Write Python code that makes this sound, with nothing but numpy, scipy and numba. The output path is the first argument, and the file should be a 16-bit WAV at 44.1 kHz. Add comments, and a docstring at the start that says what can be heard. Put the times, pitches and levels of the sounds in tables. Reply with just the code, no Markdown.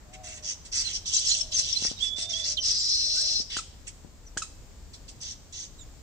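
"""A weaver colony in a fan palm, over a low outdoor rumble with a bird cooing far off from the start.
Rasping chatter, two sides of a syrinx pulsing through throat resonances, soon gains sharp gliding chirps.
Soft filtered-noise knocks begin close to the microphone, then come a thin sliding whistle and a long wheezing
buzz, a pulsed high tone over a lower one. Two pairs of squeaky clicks follow, tone plus hiss, as the calls thin out.
The stiff fronds scatter every call."""
import sys
import numpy as np
from scipy import signal
from scipy.fft import rfft, irfft, next_fast_len
from scipy.io import wavfile
from numba import njit

SR = 44100
rng = np.random.default_rng(int(sys.argv[2]) if len(sys.argv) > 2 else 0)


def generate_wav(sig):
    """Save sig (samples, or channels by samples) to the path in sys.argv[1] as 16-bit PCM at SR."""
    pcm = np.round(np.clip(np.atleast_2d(sig).T, -1, 1) * 32767).astype(np.int16)
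    wavfile.write(sys.argv[1], SR, pcm)


N = 265482
TIME = np.arange(N) / SR  # seconds
LEFT_LAG = 7  # samples by which the palm's sound reaches the left ear late
TOP_HZ = 15500

# Outdoor air spectrum. Each row: frequency in Hz, relative density in dB per Hz.
AIR_SPECTRUM = [(15, -36.5), (25, 0.5), (75, -3), (140, -14), (389, -22.5), (582, -25.5), (722, -28),
                (1410, -34.5), (2920, -36.5), (3630, -36), (4750, -34), (6050, -34.5), (7500, -30),
                (9810, -51.5), (15500, -44.5)]
AIR_DB, AIR_WANDER_DB = -49, 0.8
MURMUR_DB, MURMUR_DB_PER_S, MURMUR_WANDER_DB = -60.5, -1.32, 0.7  # the low murmur slowly fades

# Soft knocks. Each row: start in seconds, level in dB before the knock gain, upper edge in Hz,
# left minus right in dB.
KNOCKS = [(1.823, -37.5, 806, 19), (1.851, -31.5, 1500, 23), (1.914, -36.5, 694, 29),
          (2.185, -41.5, 890, 16), (2.683, -47.5, 605, 18), (3.401, -41, 610, 23), (3.569, -39.5, 880, 0.5),
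          (4.047, -42.5, 483, 29), (4.368, -37.5, 1040, 0)]
KNOCK_GAIN_DB = 8.5
KNOCK_DECAY_S, KNOCK_EDGE_HZ = 0.0062, 1020  # scrape decay at this edge; brighter ones die faster

# Distant coos. Each row: start in seconds, length in seconds, top pitch in Hz, level in dB.
COOS = [(0.085, 0.227, 757, -49.5), (0.04, 0.5, 636, -55.5), (1.156, 0.65, 621, -57),
        (1.237, 0.35, 696, -60), (2.081, 0.6, 628.7, -54.5), (2.164, 0.22, 711, -55.5),
        (2.939, 0.5, 625, -55), (3.09, 0.34, 702, -59)]
# Pitch arch of a coo. Each entry: pitch as a share of the top, at the start, the top and the end.
COO_ARCH = [0.94, 1, 0.925]

# Squeaky clicks. Each row: start in seconds, length in seconds, start pitch in Hz, end pitch in Hz, level in dB.
SQUEAKS = [(3.567, 0.0039, 1195, 1810, -25.5), (3.586, 0.015, 1400, 1225, -31),
           (4.3723, 0.0073, 1410, 1860, -24), (4.419, 0.015, 1346, 1243, -29.5)]
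# Overtones of a squeak, from the second harmonic up. Each entry: level in dB re the fundamental.
SQUEAK_OVERTONES = [-7.5, -8.5, -8, -8, -28, -50]
# Hiss spectrum of a squeak. Each row: frequency in Hz, response in dB.
SQUEAK_HISS = [(1000, -15.5), (3000, -12), (6800, 2), (8500, -2.5), (10500, -36), (15000, -35)]
SQUEAK_BRIGHT_DB, SQUEAK_HISS_DB = 0, 0.5  # overtone and hiss gains

# Slurred whistled notes. Each row: start in seconds, length in seconds, start pitch in Hz, end pitch in Hz,
# level in dB, opening accent in dB.
WHISTLES = [(2.003, 0.017, 3260, 3280, -35, 2), (2.022, 0.12, 3462, 3412, -37.5, 17),
            (2.13, 0.195, 3462, 3608, -39, 1.5), (2.331, 0.115, 3250, 3496, -36, 8.5)]
WHISTLE_ATTACK_S, WHISTLE_RELEASE_S, ACCENT_S = 0.006, 0.007, 0.039
WHISTLE_PAN_DB = -15.5  # left minus right

# Sharp falling pips of a bird on the left. Each row: start in seconds, middle pitch in Hz,
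# level in dB before the chirp gain.
PIPS = [(0.954, 5600, -28), (1.134, 5750, -15.5), (1.144, 5760, -21), (1.164, 6330, -16),
        (1.269, 5550, -18.5), (1.409, 5530, -16.5), (1.566, 5675, -17.5), (1.59, 5870, -18),
        (1.726, 5610, -15.5), (1.861, 5370, -20), (2.066, 5400, -28.5), (2.222, 5330, -26),
        (2.442, 5300, -25)]
PIP_S, PIP_FALL, PIP_PAN_DB = 0.0078, 0.08, 10  # length, fall as a share of the pitch, left minus right
# Longer chirps of the other birds. Each row: start in seconds, length in seconds, start pitch in Hz,
# end pitch in Hz, level in dB before the chirp gain, left minus right in dB.
CHIRPS = [ (0.839, 0.054, 4420, 4000, -30.5, -11), (1.05, 0.011, 4300, 3150, -40, -13),
          (1.136, 0.028, 7700, 7270, -24, -6), (1.272, 0.058, 7900, 6340, -24, -4),
          (1.304, 0.036, 3910, 4360, -21, -12), (1.531, 0.04, 6580, 6120, -24.5, 3.5),
          (1.758, 0.024, 4250, 4090, -24, -10), (1.961, 0.047, 3900, 3690, -43, -22),
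          (2.568, 0.014, 4630, 2970, -23.5, -7), (2.577, 0.022, 3130, 3060, -24, -11),
          (2.592, 0.055, 5950, 5700, -31.5, 3), (2.776, 0.052, 7700, 7000, -31, -10.5),
          (3.144, 0.088, 1325, 1700, -48, 9), (4.258, 0.038, 6220, 5530, -49.5, 3),
          (5.777, 0.055, 4060, 3420, -50.5, -11), (5.778, 0.068, 7800, 6640, -46.5, -11)]
# Octave level of the chirps: weaker the higher it lies. Each row: octave frequency in Hz,
# level in dB re the fundamental.
CHIRP_OCTAVE = [(8000, -19.5), (11000, -51)]

BUZZ_START_S, BUZZ_LENGTH_S, BUZZ_ATTACK_S, BUZZ_RELEASE_S = 2.61, 0.792, 0.035, 0.012
BUZZ_PULSE_HZ, BUZZ_LOWER_HZ = 234, 4120
BUZZ_UPPER_DB, BUZZ_LOWER_GAIN_DB = -28, 5.5
# Pitch of the upper buzzing voice. Each row: time in seconds, pitch in Hz.
BUZZ_PITCH = [(2.63, 5220), (2.752, 5058), (3.184, 5433), (3.41, 5237)]
# Loudness of the lower buzzing voice. Each row: time in seconds, level in dB before the lower gain.
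BUZZ_LOWER_LEVEL = [(2.63, -45), (2.796, -51), (2.82, -43), (2.84, -43), (2.964, -34), (3.326, -41.5),
                    (3.362, -33.5), (3.41, -41)]

# Rasps, some overlapping. Each row: start in seconds, length in seconds, level in dB, swell over the call in dB,
# main resonance in Hz, low resonance in Hz, then the low resonance, the high resonance and the rattle,
# each in dB before its gain in the mix.
RASPS = [ (0.125, 0.028, -56.5, -4, 5900, 3240, 0.5, -1.5, -9.5),
         (0.231, 0.15, -47.5, -0.5, 6310, 3450, -5.5, -2, -16),
         (0.422, 0.096, -38.5, 10.5, 6040, 2720, -8, -12, -33),
         (0.645, 0.021, -53.5, 1, 5870, 3430, 0, 4.5, -18),
         (0.714, 0.1, -33, 6, 5800, 3700, -10, -7.5, -27),
         (0.823, 0.09, -41, 9, 6030, 3200, -0.5, -7.5, -22),
         (0.922, 0.042, -34.5, 6, 5640, 3040, -8.5, -11, -38),
         (1.053, 0.36, -34.5, 2, 5890, 3340, -4.5, -9, -42),
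         (1.115, 0.077, -33, 1, 6270, 3970, -2, -5.5, -48), (1.273, 0.042, -33, 5, 6080, 3890, -2, -9, -27),
         (1.51, 0.4, -38.5, -2.5, 5780, 3410, 0, -8, -38),
         (1.545, 0.057, -33, 7.5, 5800, 3750, -10, -8, -29.5),
         (1.821, 0.057, -34.5, 3, 5540, 3400, -11.5, -12, -24.5),
         (1.981, 0.1, -44.5, 4.5, 5700, 3150, 0.5, -5, -25.5),
         (2.157, 0.085, -42, 5, 5680, 3580, -1, -5, -25),
         (2.284, 0.16, -37.5, -2.5, 5900, 3630, -8, -13, -29.5),
         (2.433, 0.091, -32, -0.5, 5880, 3920, -11, -13.5, -33),
         (2.62, 0.1, -32, 6.5, 5780, 3900, -7, -10.5, -34.5),
         (2.723, 0.691, -34.5, -1, 5490, 4040, -6.5, -13, -37.5),
         (3.136, 0.084, -34.5, 5.5, 5470, 4420, -7, -5, -41),
         (3.493, 0.089, -43.5, 1.5, 5400, 3070, 4.5, -9.5, -18),
         (3.864, 0.023, -50, 1.5, 6050, 3580, -0.5, 5.5, -16),
         (4.929, 0.017, -55.5, -3, 5700, 4050, 7, 4, -23),
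         (5.077, 0.019, -50.5, -6, 5620, 4160, 3, 5.5, -22),
         (5.202, 0.12, -42.5, -1, 6030, 3580, -5, -10, -30.5),
         (5.52, 0.12, -43, 1, 6400, 3470, -7, -12, -33)]
RASP_ATTACK_S, RASP_RELEASE_S = 0.011, 0.014
RASP_ARCH_DB, RASP_FLUTTER_DB = 2, 1.0  # a rasp bulges in its middle, and is uneven throughout
MAIN_WIDTH_HZ = 2220
# Throat and beak response around the low resonance. Each row: frequency in Hz, response in dB.
THROAT_LOW = [(1200, -35), (2300, -6), (2900, -3), (4600, -7), (5600, -9), (8000, -43.5)]
# Throat and beak response around the main resonance. Each row: frequency in Hz, response in dB.
THROAT_MAIN = [(2500, -24), (4600, 6.5), (6600, 4), (7300, -2), (9000, -30)]
# Throat and beak response of the high resonance. Each row: frequency in Hz, response in dB.
THROAT_HIGH = [(5800, -20), (6900, -5), (7800, -1.5), (8700, -3.5), (9400, -16), (10300, -52),
               (15000, -24.5)]
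# Throat response to the low rattle. Each row: frequency in Hz, response in dB.
THROAT_RATTLE = [(900, -22.5), (1450, -3.5), (2000, 3.5), (2700, 6), (3800, -50)]
# Stereo balance of the rasps. Each row: frequency in Hz, left minus right in dB before the overall pan.
RASP_BALANCE = [(60, 2.5), (110, -4.5), (200, -4.5), (380, -2.5), (700, 1), (1290, 6), (2380, -4.5),
                (4400, 1.5), (8120, -7), (15000, 0)]
RASP_PAN_DB = 0.8  # left minus right, on top of the balance


def undb(db):
    """Decibels to gain."""
    return 10 ** (np.asarray(db) / 20)


def unit(x):
    """Scale to rms 1."""
    return x / np.sqrt(np.mean(x ** 2) + 1e-18)


def colour(x, points):
    """Filter by a (Hz, dB) response, drawn straight between its points over log frequency."""
    hz, db = np.transpose(points)
    size = next_fast_len(x.shape[-1] + 2048)
    f = np.maximum(np.arange(size // 2 + 1) * SR / size, 1)
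    gain = undb(np.interp(np.log(f), np.log(hz), db))
    return irfft(rfft(x, size) * gain, size)[..., :x.shape[-1]]


def walk(rate):
    """Random wander of rms 1, gliding between this many fresh values a second."""
    return unit(np.interp(TIME * rate, np.arange(N), rng.standard_normal(N)))


def turn(hz):
    """Phase in radians of a moving frequency."""
    return 2 * np.pi * np.cumsum(hz) / SR


def pan(db):
    """Left and right gains of a level difference, at constant power."""
    gains = undb(np.array([[1], [-1]]) * db / 2)
    return gains / np.sqrt(np.mean(gains ** 2, axis=0))


def add(out, s, sound):
    """Mix a sound in at a time in seconds."""
    i = max(int(s * SR), 0)
    out[:, i:i + sound.shape[-1]] += sound[..., :N - i]


def envelope(t, length, attack_s, release_s):
    """Attack, hold and release of one call."""
    return np.clip(t / attack_s, 0, 1) * np.exp(-np.maximum(t - length, 0) / release_s)


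def fronds(x, near_db, near_s, tail_db, tail_t60=0.76, lag=LEFT_LAG):
    """Direct sound, quick reflections off the fronds and a tail from the trees around; each ear has its own."""
    t = np.arange(SR // 2) / SR
    # cubing the noise leaves a few strong reflections among many weak ones
    facets = rng.standard_normal((2, len(t))) ** 3 * np.exp(-t / near_s) * (t > 0.0005)
    trees = rng.standard_normal((2, len(t))) * undb(-60 * t / tail_t60) * np.minimum(t / 0.022, 1)
    facets /= np.linalg.norm(facets, axis=1, keepdims=True)
    trees /= np.linalg.norm(trees, axis=1, keepdims=True)
    echo = undb(near_db) * facets + undb(tail_db) * trees
    echo[[0, 1], [lag, 0]] += 1  # direct sound
    echo /= np.linalg.norm(echo, axis=1, keepdims=True)
    return signal.fftconvolve(x * np.ones((2, 1)), echo, axes=1)[:, :N]


def air(side_db=-9.0):
    """Low outdoor rumble, much alike at both ears, under a wide faint hiss of leaves, with a fading murmur."""
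    mid = unit(colour(rng.standard_normal(N), AIR_SPECTRUM))
    side = unit(colour(rng.standard_normal(N), AIR_SPECTRUM))
    side = colour(side, [(60, side_db), (700, -5), (3000, -0.5), (9000, -0.5)])
    bed = (mid + side * np.array([[1], [-1]])) * undb(AIR_DB + AIR_WANDER_DB * walk(4.1))
    murmur_response = [(40, -15.0), (150, 0.0), (450, -9.5), (900, -6.0), (2000, -12), (6000, -35.5)]
    murmur = unit(colour(rng.standard_normal((2, N)), murmur_response))
    murmur_db = MURMUR_DB + MURMUR_DB_PER_S * TIME + MURMUR_WANDER_DB * walk(9.5)
    return bed * pan(1.5) + murmur * undb(murmur_db)


def coos():
    """A far bird's arched, nearly pure notes, blurred by distance."""
    out = np.zeros((2, N))
    waver_hz = 9 * walk(50)
    for s, length, top_hz, db in COOS:
        u = np.linspace(0, 1, int(length * SR))
        hz = top_hz * np.interp(u, [0, 0.4, 1], COO_ARCH) + waver_hz[int(s * SR):][:len(u)]
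        add(out, s, np.sin(turn(hz)) * np.abs(np.sin(np.pi * u)) ** .5 * undb(db))
    return fronds(out * undb(walk(25)), near_db=-10, near_s=0.03, tail_db=-6, tail_t60=0.8)


def knocks(grit=0.36):
    """Dull taps close to the microphone: a short push with a little scrape in it, band-passed."""
    out = np.zeros((2, N))
    t = np.arange(SR // 16) / SR
    for s, db, edge_hz, pan_db in KNOCKS:
        scrape_decay = np.exp(-t / KNOCK_DECAY_S * (edge_hz / KNOCK_EDGE_HZ) ** 2)
        push = np.exp(-t * edge_hz * 2) + grit * rng.standard_normal(len(t)) * scrape_decay
        body = signal.sosfilt(signal.butter(2, [70, edge_hz], "band", fs=SR, output="sos"), push)
        add(out, s, body / np.abs(body).max() * undb(db + KNOCK_GAIN_DB) * pan(pan_db))
    return fronds(out, near_db=-11, near_s=0.01, tail_db=-20, lag=0)


def squeaks(hiss_s=0.013):
    """Close clicks in pairs: a quick upward squeak, then a falling ring; the treble carries back most."""
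    body, edge = np.zeros((2, 2, N))
    t = np.arange(SR // 8) / SR
    for s, length, start_hz, end_hz, db in SQUEAKS:
        u = np.linspace(0, 1, int(length * SR))
        phase = turn(start_hz + (end_hz - start_hz) * u)
        shape = np.minimum(u * 8, 1) * (1 - u) ** .5 * undb(db)
        overtones = sum(undb(d) * np.sin(k * phase) for k, d in enumerate(SQUEAK_OVERTONES, 2))
        hiss = unit(colour(rng.standard_normal((2, len(t))), SQUEAK_HISS))
        hiss = hiss * np.minimum(t / 0.005, 1) * np.exp(-t / hiss_s)
        add(body, s, shape * np.sin(phase))
        add(edge, s, shape * overtones * undb(SQUEAK_BRIGHT_DB))
        add(edge, s, hiss * undb(db + SQUEAK_HISS_DB))
    body = fronds(body, near_db=-16, near_s=0.02, tail_db=-20, tail_t60=0.3, lag=0)
    return body + fronds(edge, near_db=-6.5, near_s=0.02, tail_db=-11, tail_t60=0.44, lag=0)


def whistle(octave_db=-24, flutter_db=2.0, waver=0.0052):
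    """Thin notes from the right: each opens with an accent and slides to its pitch, fluttering as it goes."""
    out, drift = np.zeros((1, N)), 1 + waver * walk(150)
    for s, length, start_hz, end_hz, db, accent_db in WHISTLES:
        t = np.arange(int(length * SR) + SR // 16) / SR
        hz = end_hz + (start_hz - end_hz) * np.maximum(1 - t / length, 0) ** 2
        phase = turn(hz * drift[int(s * SR):][:len(t)])
        level = undb(db + accent_db * np.exp(-(t / ACCENT_S) ** 2 / 2))
        gain = envelope(t, length, WHISTLE_ATTACK_S, WHISTLE_RELEASE_S) * level
        add(out, s, np.sqrt(2) * gain * (np.sin(phase) + undb(octave_db) * np.sin(2 * phase)))
    heard = fronds(out * undb(flutter_db * walk(70)), near_db=-8, near_s=0.015, tail_db=-16, lag=0)
    return heard * pan(WHISTLE_PAN_DB)


def glide(length, start_hz, end_hz, waver):
    """A tone that moves fast at first and then settles, with a weak octave."""
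    u = np.linspace(0, 1, int(length * SR))
    hz = (end_hz + (start_hz - end_hz) * (1 - u) ** 1.454) * (1 + waver[:len(u)])
    octave = undb(np.interp(2 * end_hz, *np.transpose(CHIRP_OCTAVE)))
    return (np.sin(turn(hz)) + octave * np.sin(2 * turn(hz))) * np.sin(np.pi * u)


def chirps(gain_db=1.5):
    """Pips and longer chirps from around the nests, each a wavering glide in pitch."""
    out, waver = np.zeros((2, N)), 0.019 * walk(900)
    pips = [(s, PIP_S, hz * (1 + PIP_FALL / 2), hz * (1 - PIP_FALL / 2), db, PIP_PAN_DB) for s, hz, db in PIPS]
    for s, length, start_hz, end_hz, db, pan_db in pips + CHIRPS:
        tone = glide(length, start_hz, end_hz, waver[int(s * SR):])
        add(out, s, tone * undb(db + gain_db) * pan(pan_db))
    return fronds(out, near_db=-2, near_s=0.012, tail_db=-16)


def buzz(depth=0.8, swing_hz=150):
    """The long wheeze: one side of the syrinx pulses a high tone while the other holds a lower, cleaner one."""
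    gate = envelope(TIME - BUZZ_START_S, BUZZ_LENGTH_S, BUZZ_ATTACK_S, BUZZ_RELEASE_S)
    upper_hz = np.interp(TIME, *np.transpose(BUZZ_PITCH))
    lower_db = np.interp(TIME, *np.transpose(BUZZ_LOWER_LEVEL))
    beat = turn(BUZZ_PULSE_HZ * (1 + 0.02 * walk(40)))
    quiver_hz = 21 * walk(350)
    # each pulse glides down in pitch and jumps back up, which spreads a stack of side tones
    snap = np.sin(beat) + np.sin(2 * beat) / 2 + np.sin(3 * beat) / 3
    upper = (1 + depth * np.cos(beat)) * np.sin(turn(upper_hz + swing_hz * snap + quiver_hz))
    lower_pulse = 1 + 0.2 * np.cos(beat) + 0.3 * np.cos(2 * beat)
    lower = lower_pulse * np.sin(turn(BUZZ_LOWER_HZ + quiver_hz))
    upper = gate * unit(upper) * undb(BUZZ_UPPER_DB + 1.2 * walk(70))
    lower = gate * unit(lower) * undb(BUZZ_LOWER_GAIN_DB + lower_db + 1.7 * walk(160))
    high = fronds(upper, near_db=-4, near_s=0.014, tail_db=-15)
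    low = fronds(lower, near_db=-7, near_s=0.012, tail_db=-25)
    return high * pan(8.2) + low * pan(0.6)


@njit
def moving_bandpass(x, hz, width):
    """State-variable band-pass whose centre and width in Hz may move."""
    y, band, low = np.empty(len(x)), 0., 0.
    for i in range(len(x)):
        g, damping = np.tan(np.pi * hz[i] / SR), width[i] / hz[i]
        v = (band + g * (x[i] - low)) / (1 + g * (g + damping))
        band, low, y[i] = 2 * v - band, low + 2 * g * v, damping * v
    return y


def resonate(x, hz, width):
    """A steep moving resonance, two band-passes deep, levelled to pass the same power at any width."""
    return moving_bandpass(moving_bandpass(x, hz, width), hz, width) / np.sqrt(width)


def sweeps(rate_hz, top_hz, bottom_hz, rough):
    """One side of the syrinx: a fast uneven train of pulses, each a tone that dives in pitch."""
    cycle = np.cumsum(rate_hz * np.exp(0.2 * walk(110))) / SR % 1
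    jitter = np.exp(0.09 * walk(160) + rough * walk(2500))
    hz = top_hz * (bottom_hz / top_hz) ** cycle * jitter
    return np.sin(np.pi * cycle) ** .5 * np.sin(turn(hz)) * undb(1.3 * walk(120))


def rasping():
    """Effort of all rasps together, and the throat setting, averaged over the rasps by their power."""
    # a tiny floor holds the throat at its average between calls
    mix = np.outer([1, *np.mean(RASPS, axis=0)[4:]], np.full(N, 1e-14))
    for s, length, db, swell_db, *throat in RASPS:
        t = np.arange(int(length * SR) + SR // 8) / SR
        u = np.minimum(t / length, 1)
        shape_db = swell_db * (u - .5) + RASP_ARCH_DB * (np.sin(np.pi * u) - .5)
        effort = envelope(t, length, RASP_ATTACK_S, RASP_RELEASE_S) * undb(db + shape_db)
        add(mix, s, np.outer([1, *throat], effort ** 2))
    return np.sqrt(mix[0]) * undb(RASP_FLUTTER_DB * walk(45)), mix[1:] / mix[0]


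def chatter():
    """Both sides of the syrinx rasp at once, with some hiss, through the resonances of throat and beak."""
    effort, (main_hz, low_hz, low_db, high_db, rattle_db) = rasping()
    upper = sweeps(rate_hz=104, top_hz=8410, bottom_hz=4326, rough=0.04)
    lower = sweeps(rate_hz=125, top_hz=5800, bottom_hz=2900, rough=0.09)
    voice = unit(upper + 0.8 * lower) + undb(-3) * rng.standard_normal(N)
    main = resonate(voice, main_hz, np.full(N, 1. * MAIN_WIDTH_HZ))
    main = unit(colour(main, THROAT_MAIN)) * undb(3.0)
    low = unit(colour(resonate(voice, low_hz, 0.52 * low_hz), THROAT_LOW)) * undb(low_db + 3.5)
    high = unit(colour(voice, THROAT_HIGH)) * undb(high_db + 2.5)
    rattle = unit(colour(voice * np.abs(lower), THROAT_RATTLE)) * undb(rattle_db + 13.0)
    # neighbouring resonances swing in opposite senses, so the valley between them stays filled
    call = effort * (main - low + high + rattle)
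    heard = fronds(call, near_db=4, near_s=0.008, tail_db=-10)
    hz, balance_db = np.transpose(RASP_BALANCE)
    ear_gains = pan(balance_db + RASP_PAN_DB)
    return np.array([colour(ear, np.c_[hz, 20 * np.log10(gain)]) for ear, gain in zip(heard, ear_gains)])


def scene():
    """The colony and all around it."""
    return air() + coos() + knocks() + squeaks() + whistle() + chirps() + buzz() + chatter()


def record(dry):
    """A steep elliptic low-pass cuts the top."""
    return signal.sosfilt(signal.ellip(10, .2, 80, TOP_HZ, fs=SR, output="sos"), dry)


dry = scene()
out = record(dry)
generate_wav(out)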